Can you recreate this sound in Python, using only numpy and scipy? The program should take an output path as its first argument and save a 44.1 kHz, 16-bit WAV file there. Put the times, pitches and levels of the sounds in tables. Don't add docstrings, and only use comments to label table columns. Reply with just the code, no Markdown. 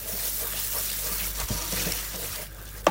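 import sys
import numpy as np
from scipy import signal
from scipy.fft import rfft, irfft
from scipy.io import wavfile
from scipy.ndimage import uniform_filter1d

SR = 44100
rng = np.random.default_rng(int(sys.argv[2]) if len(sys.argv) > 2 else 0)


def inscribe(sig):
    pcm = np.round(np.clip(np.atleast_2d(sig).T, -1, 1) * 32767)
    wavfile.write(sys.argv[1], SR, pcm.astype(np.int16))


def boost(x):
    u = np.asarray(x, float) / 20
    return 10 ** u


N = 127890
T = np.arange(N) / SR

# frequency in Hz, density in dB per Hz.
POWDER_SPECTRUM = [(1760, -43), (3000, -18), (5530, -15.5), (6490, -9.5), (11500, -4), (13500, -2.5),
                   (15000, 1.5), (15800, 0)]
# frequency in Hz, width in Hz, level in dB.
WIRE_MODES = [(4600, 900, -6), (5620, 830, -2), (6700, 1600, -6.5), (8200, 4600, -1)]


def evened(x):
    return x / np.sqrt(np.mean(x ** 2) + 1e-20)


def evened_at(shape, x):
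    return x / np.sqrt(np.sum((shape * x) ** 2) / np.sum(shape ** 2) + 1e-20)


def add(mix, s, sound):
    part = mix[round(s * SR):][:len(sound)]
    part += sound[:len(part)]


def coloured(x, points):
    f, db = np.transpose(points)
    log_hz = np.log(np.fft.rfftfreq(N, 1 / SR) + 1)
    gain = boost(np.interp(log_hz, np.log(f), db))
    return evened(irfft(rfft(x) * gain, N))


def resonate(x, hz, width):
    turn = np.exp(2j * np.pi * hz * np.arange(len(x)) / SR)
    r = np.exp(-np.pi * width / SR)
    return 2 * (turn * signal.lfilter([1 - r], [1, -r], x / turn)).real


def resonate_twice(x, hz, width):
    return resonate(resonate(x, hz, width), hz, width)


def bell(t, s, rise, fall):
    return np.exp(-.5 * ((t - s) / np.where(t < s, rise, fall)) ** 2)


def drift(hz):
    w = max(int(SR / hz / 2), 1)
    return evened(uniform_filter1d(uniform_filter1d(rng.standard_normal(N), w), w))


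def grains(spread_db, lump_db, lump_hz, flick_db):
    size_db = spread_db * np.minimum(rng.exponential(1, N), 6)
    size_db = size_db + lump_db * drift(lump_hz) + flick_db * drift(320)
    return boost(size_db) * rng.standard_normal(N)


def patchy(x, patch_db):
    z = signal.stft(x, nperseg=512)[2]

    def patches(bins, frames):
        across = uniform_filter1d(rng.standard_normal(z.shape), bins, 0)
        return evened(uniform_filter1d(across, frames, 1))

    field_db = patch_db * patches(12, 7) + 3.2 * patches(2, 3)
    return evened(signal.istft(z * boost(field_db), nperseg=512)[1][:N])


def control(column):
    # time in seconds, powder spray in dB, wire pressure on the steel in dB,
    # push through the heap in dB.
    stirring = [(0.0, -37.5, -44.5, -48), (0.28, -29, -36.5, -40), (0.32, -29.5, -41.5, -44.5),
                (0.57, -33, -39.5, -40), (0.6, -29.5, -38, -39.5), (0.64, -30, -38.5, -44),
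                (1.27, -31.5, -38, -39.5), (1.33, -37, -46.5, -45.5), (1.41, -37, -36, -39.5),
                (1.47, -38, -47, -46.5), (1.49, -38, -35, -40), (1.69, -37, -37.5, -41),
                (1.78, -31.5, -33, -33), (2.09, -36.5, -41.5, -41.5), (2.43, -37.5, -41.5, -41),
                (2.49, -54, -58, -55), (2.77, -46.5, -55.5, -51), (2.86, -48, -51.5, -52)]
    rows = np.array(stirring)
    return boost(np.interp(T, rows[:, 0], rows[:, column]))


def kitchen():
    # time in seconds, hum level in dB.
    hum_levels = [(0.0, -48), (0.13, -43), (0.96, -43.5), (1.01, -41.5), (1.46, -35.5), (1.49, -46),
                  (1.53, -32), (1.65, -42), (1.79, -37), (2.33, -45.5), (2.86, -41), (2.9, -48)]
    # multiple of the mains frequency, level in dB.
    hum_overtones = [(2, -51.5), (3, -56.5), (4, -59.5)]
    # frequency in Hz, density in dB per Hz.
    room_spectrum = [(35, -44), (60, -8.5), (167, -13.5), (249, -19.5), (525, -17.5), (1010, -27),
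                     (1610, -19), (2330, -38), (15800, -38.5)]
    s, db = np.transpose(hum_levels)
    mains_hz = 49.54 + .08 * drift(2.5)
    turn = 2 * np.pi * np.cumsum(mains_hz) / SR
    hum = np.sqrt(2) * boost(np.interp(T, s, db)) * np.sin(turn + 0.33)
    for multiple, overtone_db in hum_overtones:
        waver_db = 2.5 * drift(6)
        hum += boost(overtone_db + waver_db) * np.sin(multiple * turn + .5 * drift(7.9))
    floor_db = -49 + 1.2 * drift(10)
    return hum + boost(floor_db) * patchy(coloured(rng.standard_normal(N), room_spectrum), patch_db=-0.5)


def whisk():
    # frequency in Hz, width in Hz, level in dB.
    heap_modes = [(1900, 1430, 15.5), (2835, 620, 4.5), (3440, 230, -1)]
    lumps = boost(.3 * drift(25) + .6 * drift(60) + .8 * drift(500))
    fizz = patchy(coloured(grains(2.35, 0.34, 21, 0.96), POWDER_SPECTRUM), patch_db=0.8)
    out = boost(2.5) * control(column=1) * fizz
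    for column, modes, db in ((2, WIRE_MODES, 0.5), (3, heap_modes, -0.98)):
        drive = grains(2.37, 0.36, 30, 0.73)
        rung = sum(boost(d) * evened(resonate(drive, f, w)) for f, w, d in modes)
        out = out + boost(db) * control(column) * patchy(rung, patch_db=1.83)
    bare = np.clip(np.minimum(T - 1.2, 2 - T) / .03, 0, 1)
    singing = evened(resonate(grains(4.5, 2., 90, 3.2), hz=5830, width=400))
    out = out + boost(-7) * bare * control(column=2) * singing
    return out * lumps


def bowl():
    # frequency in Hz, width in Hz, level in dB.
    bowl_modes = [(186, 25, 8), (327, 72, 2.5), (472, 79, 3), (600, 69, 0.5), (807, 74, -5), (927, 47, 0),
                  (1162, 67, 2), (1590, 53, 1)]
    # centre in seconds, length in seconds, level in dB, colour in Hz.
    bottom_drags = [(0.095, 0.25, -45.5, 573), (0.435, 0.08, -42, 560), (.455, .06, -46, 1100),
                    (0.545, 0.034, -45, 600), (0.758, 0.064, -40.5, 635), (0.759, 0.051, -42, 1180),
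                    (1.065, 0.14, -45, 520), (1.08, .14, -47, 1100), (1.25, 0.15, -58, 500),
                    (1.408, 0.065, -43.5, 927), (1.397, .05, -44, 600), (1.402, .025, -46, 1260),
                    (1.49, 0.034, -45, 1000), (1.511, 0.048, -43.5, 563), (1.563, 0.08, -44, 1010),
                    (1.57, .14, -46, 600), (1.726, 0.03, -37.5, 430), (1.783, 0.042, -44.5, 440),
                    (1.816, 0.04, -43.5, 380), (1.868, 0.032, -37.5, 500), (1.897, .09, -43.5, 414),
                    (1.644, .12, -48, 890), (1.65, .1, -46.5, 290), (2.145, 0.04, -42, 440),
                    (2.19, .04, -44, 480), (2.24, .06, -43, 500), (2.388, 0.07, -43, 640),
                    (2.487, 0.046, -61, 1600), (2.597, 0.083, -53, 1420)]
    colour_octaves = 0.32
    drive = grains(3., 1.2, 60, 1.5)
    rung = [boost(d) * evened(resonate(resonate(drive, f, 1.64 * w), f, 3 * w)) for f, w, d in bowl_modes]
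    idle = evened(sum(rung) + 2.0 * evened(resonate(drive, 780, 930)))
    out = boost(-11.5) * control(column=3) * idle
    for s, length, db, hz in bottom_drags:
        shape = bell(T, s, .22 * length, 0.5 * length)
        answer = np.zeros(N)
        for ringing, (mode_hz, _, _) in zip(rung, bowl_modes):
            octaves_off = np.log2(mode_hz / hz)
            answer += ringing * np.exp(-.5 * (octaves_off / colour_octaves) ** 2)
        out += boost(db) * shape * evened_at(shape, answer)
    return out


def strokes():
    # centre in seconds, length in seconds, level in dB, colour in Hz.
    wall_strokes = [(0.256, 0.027, -36, 10000), (0.593, 0.028, -38.5, 3170), (.65, 0.034, -41, 13000),
                    (0.79, 0.12, -32.5, 14500), (0.888, 0.098, -40, 4040), (1.145, 0.031, -34, 13000),
                    (1.211, 0.045, -38.5, 2700), (1.252, 0.036, -32.5, 11900), (1.557, 0.04, -35, 13000),
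                    (1.623, .05, -44, 5500), (1.958, 0.038, -35, 13800), (2.23, 0.065, -37, 12000),
                    (2.786, 0.034, -47.5, 5900), (.095, 0.062, -35.5, 11000), (.365, 0.014, -36, 13000),
                    (.41, 0.035, -36, 14000), (.48, .02, -36, 12000), (1.056, .03, -37.5, 6500),
                    (1.078, .02, -36, 13000), (1.415, .03, -38, 13000), (1.705, .02, -36, 13000),
                    (1.72, .015, -40, 12000), (2.362, .04, -42, 11000), (2.68, 0.036, -50, 5000),
                    (1.82, .12, -41, 1800), (.648, .008, -32, 12000)]
    drive = patchy(grains(1.4, 1.4, 60, 1.5), patch_db=-1.0)
    out = np.zeros(N)
    for s, length, db, hz in wall_strokes:
        near = slice(max(round((s - 2 * length) * SR), 0), round((s + 2 * length) * SR))
        shape = bell(T[near], s, .4 * length, .55 * length)
        hiss = resonate_twice(drive[near], hz, 0.74 * hz)
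        out[near] += boost(db) * shape * evened_at(shape, hiss)
    return out


def bumps():
    # start in seconds, peak in dB, pitch in Hz, 60 dB decay in seconds.
    table_bumps = [(.13, -35, 190, 0.12), (1.21, -35.5, 173, 0.12), (1.433, -27, 62, 0.19),
                   (1.501, -20, 213, 0.063), (1.504, -17.5, 115, 0.087), (1.5325, -25, 78, 0.12),
                   (1.548, -27, 168, .1), (1.111, -32.5, 185, .08), (1.394, -34, 180, 0.088),
                   (1.8, -31.5, 185, .15), (2.14, -34, 180, .2), (1.75, -33, 100, .3),
                   (1.726, -21, 183, 0.081), (1.86, -22, 172.3, 0.13), (2.3, -34.5, 80, 0.14)]
    out, t = np.zeros(N), T[:9000]
    for s, db, hz, t60 in table_bumps:
        thud = np.sin(2 * np.pi * hz * t) + 0.33 * np.sin(2 * np.pi * 1.65 * hz * t)
        thud += 0.16 * evened(resonate(rng.standard_normal(len(t)), 2.7 * hz, 160))
        add(out, s, boost(db - 60 * t / t60) * np.minimum(t / 0.0078, 1) * thud)
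    return out


def ticks():
    # start in seconds, peak in dB, pitch in Hz.
    wire_ticks = [(0.3985, -29.5, 6050), (0.9008, -20, 8200), (0.9293, -21, 3640), (1.034, -28.5, 6410),
                  (1.3495, -29, 5860), (1.399, -17.5, 6400), (1.486, -22.5, 5720), (1.6213, -22, 5690),
                  (1.723, -20, 6150), (1.92, -16.5, 5240), (2.1579, -26, 8170), (2.341, -34, 3100),
                  (2.358, -25, 5100), (2.6533, -35, 8900), (1.3683, -31, 5550), (1.92, -23, 7300),
                  (1.795, -27, 6700), (1.823, -23, 5600), (1.855, -24, 4800), (.5911, -25, 7850),
                  (2.8422, -37, 3440)]
    out, t = np.zeros(N), T[:9000]
    for s, db, hz in wire_ticks:
        scratch = rng.standard_normal(len(t)) * np.exp(-(t / 0.0045) ** 2) * np.minimum(t / 0.00078, 1)
        burst = resonate_twice(scratch, hz, 700)
        burst = burst + 0.36 * sum(resonate(scratch, f, 0.74 * w) for f, w, d in WIRE_MODES)
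        add(out, s, boost(db + 1.0) * burst / abs(burst).max())
    return out


def trickle():
    # time in seconds, peak in dB.
    clump_falls = [(2.4738, -33), (2.5097, -38), (2.5247, -37), (2.5467, -32), (2.5631, -36), (2.5806, -37),
                   (2.5866, -33), (2.607, -38), (2.626, -27), (2.6529, -33), (2.6774, -33), (2.6893, -29),
                   (2.7153, -33), (2.7287, -33), (2.7397, -32), (2.7562, -32), (2.7706, -34), (2.7781, -29),
                   (2.845, -30), (2.8659, -22)]
    lift_s = 2.44
    lifted = np.clip((T - lift_s) / .12, .6, 1) * (T > lift_s)
    landings = (rng.random(N) < 200 / SR) * rng.uniform(.3, 1.5, N)
    falls = signal.oaconvolve(landings, np.hanning(110))[:N]
    falls *= boost(-44.0) * lifted
    for s, db in clump_falls:
        add(falls, s - .001, boost(db - 8.) * np.hanning(170))
    return falls * coloured(rng.standard_normal(N), POWDER_SPECTRUM)


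def hush():
    return boost(-8. * np.clip(np.minimum(T - 2.818, 2.842 - T) / .005, 0, 1))


def knock():
    # frequency in Hz, level in dB, 60 dB decay in seconds.
    rim_modes = [(180, -16.5, 0.12), (329, -8.5, 0.06), (467, -23, .03), (600, -1, .018), (805, -25, 0.2),
                 (880, -24.5, 0.34), (930, -28, 0.2), (1160, -8, 0.035), (2100, -23.5, 0.042),
                 (2700, -16, 0.018), (3125, -15.5, 0.017), (1760, -16, 0.022), (5500, -27, 0.022),
                 (6230, -28, 0.027)]
    t, out = T[:4000], np.zeros(N)
    top_hz, end_hz, fall_s = 1900, 575, 0.00085
    peak_s, fade_s = 0.0042, 0.002
    hz = end_hz + (top_hz - end_hz) * np.exp(-t / fall_s)
    shape = np.minimum(0.08 + 0.92 * t / peak_s, np.exp(-(t - peak_s) / fade_s))
    sound = -boost(-5 - 1.5) * shape * np.sin(2 * np.pi * np.cumsum(hz) / SR)
    for f, db, t60 in rim_modes:
        rise = np.minimum(t / (0.0048 * (600 / f) ** 1.3), 1) ** 2
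        delay_s = .0011 * min(1, 600 / f)
        sound += boost(db - 60 * t / t60) * rise * np.sin(2 * np.pi * f * (t - delay_s))
    crack = resonate(resonate(rng.standard_normal(len(t)), 4900, 3300), 5500, 4300)
    sound += boost(-25 - 60 * t / 0.026) * evened(crack)
    rumble = resonate(resonate(rng.standard_normal(len(t)), 750, 1100), 850, 3100)
    sound += boost(-28.0 - 60 * t / 0.33) * np.minimum(t / 0.0031, 1) * evened(rumble)
    shaken_grains = resonate_twice(grains(4.9, 1.1, 90, 2.2)[:len(t)], 2700, 2200)
    sound += boost(-31.0 - 60 * t / 0.12) * evened(shaken_grains)
    add(out, 2.8668, sound)
    return out


def scene():
    powder = hush() * (whisk() + strokes() + trickle())
    steel = bowl() + bumps() + ticks() + knock()
    return np.tile(kitchen() + powder + steel, (2, 1))


def band_limit(x):
    return signal.sosfilt(signal.butter(12, 17090, fs=SR, output="sos"), x)


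def record(dry):
    lowpass = signal.firwin(4095, 15810, window=("kaiser", 9), fs=SR)
    mono = signal.oaconvolve(dry, lowpass[None], "same")
    top_band = signal.firwin(511, [13800, 15700], pass_zero=False, fs=SR)
    top = signal.oaconvolve(rng.standard_normal(N), top_band, "same")
    slip_shape = np.cos(np.pi / 2 * np.clip((T - 1.063) / .023, -1, 1))
    slip = boost(-38) * evened(top) * slip_shape
    return band_limit(mono + np.outer([1, -1], slip))


dry = scene()
out = record(dry)
inscribe(out)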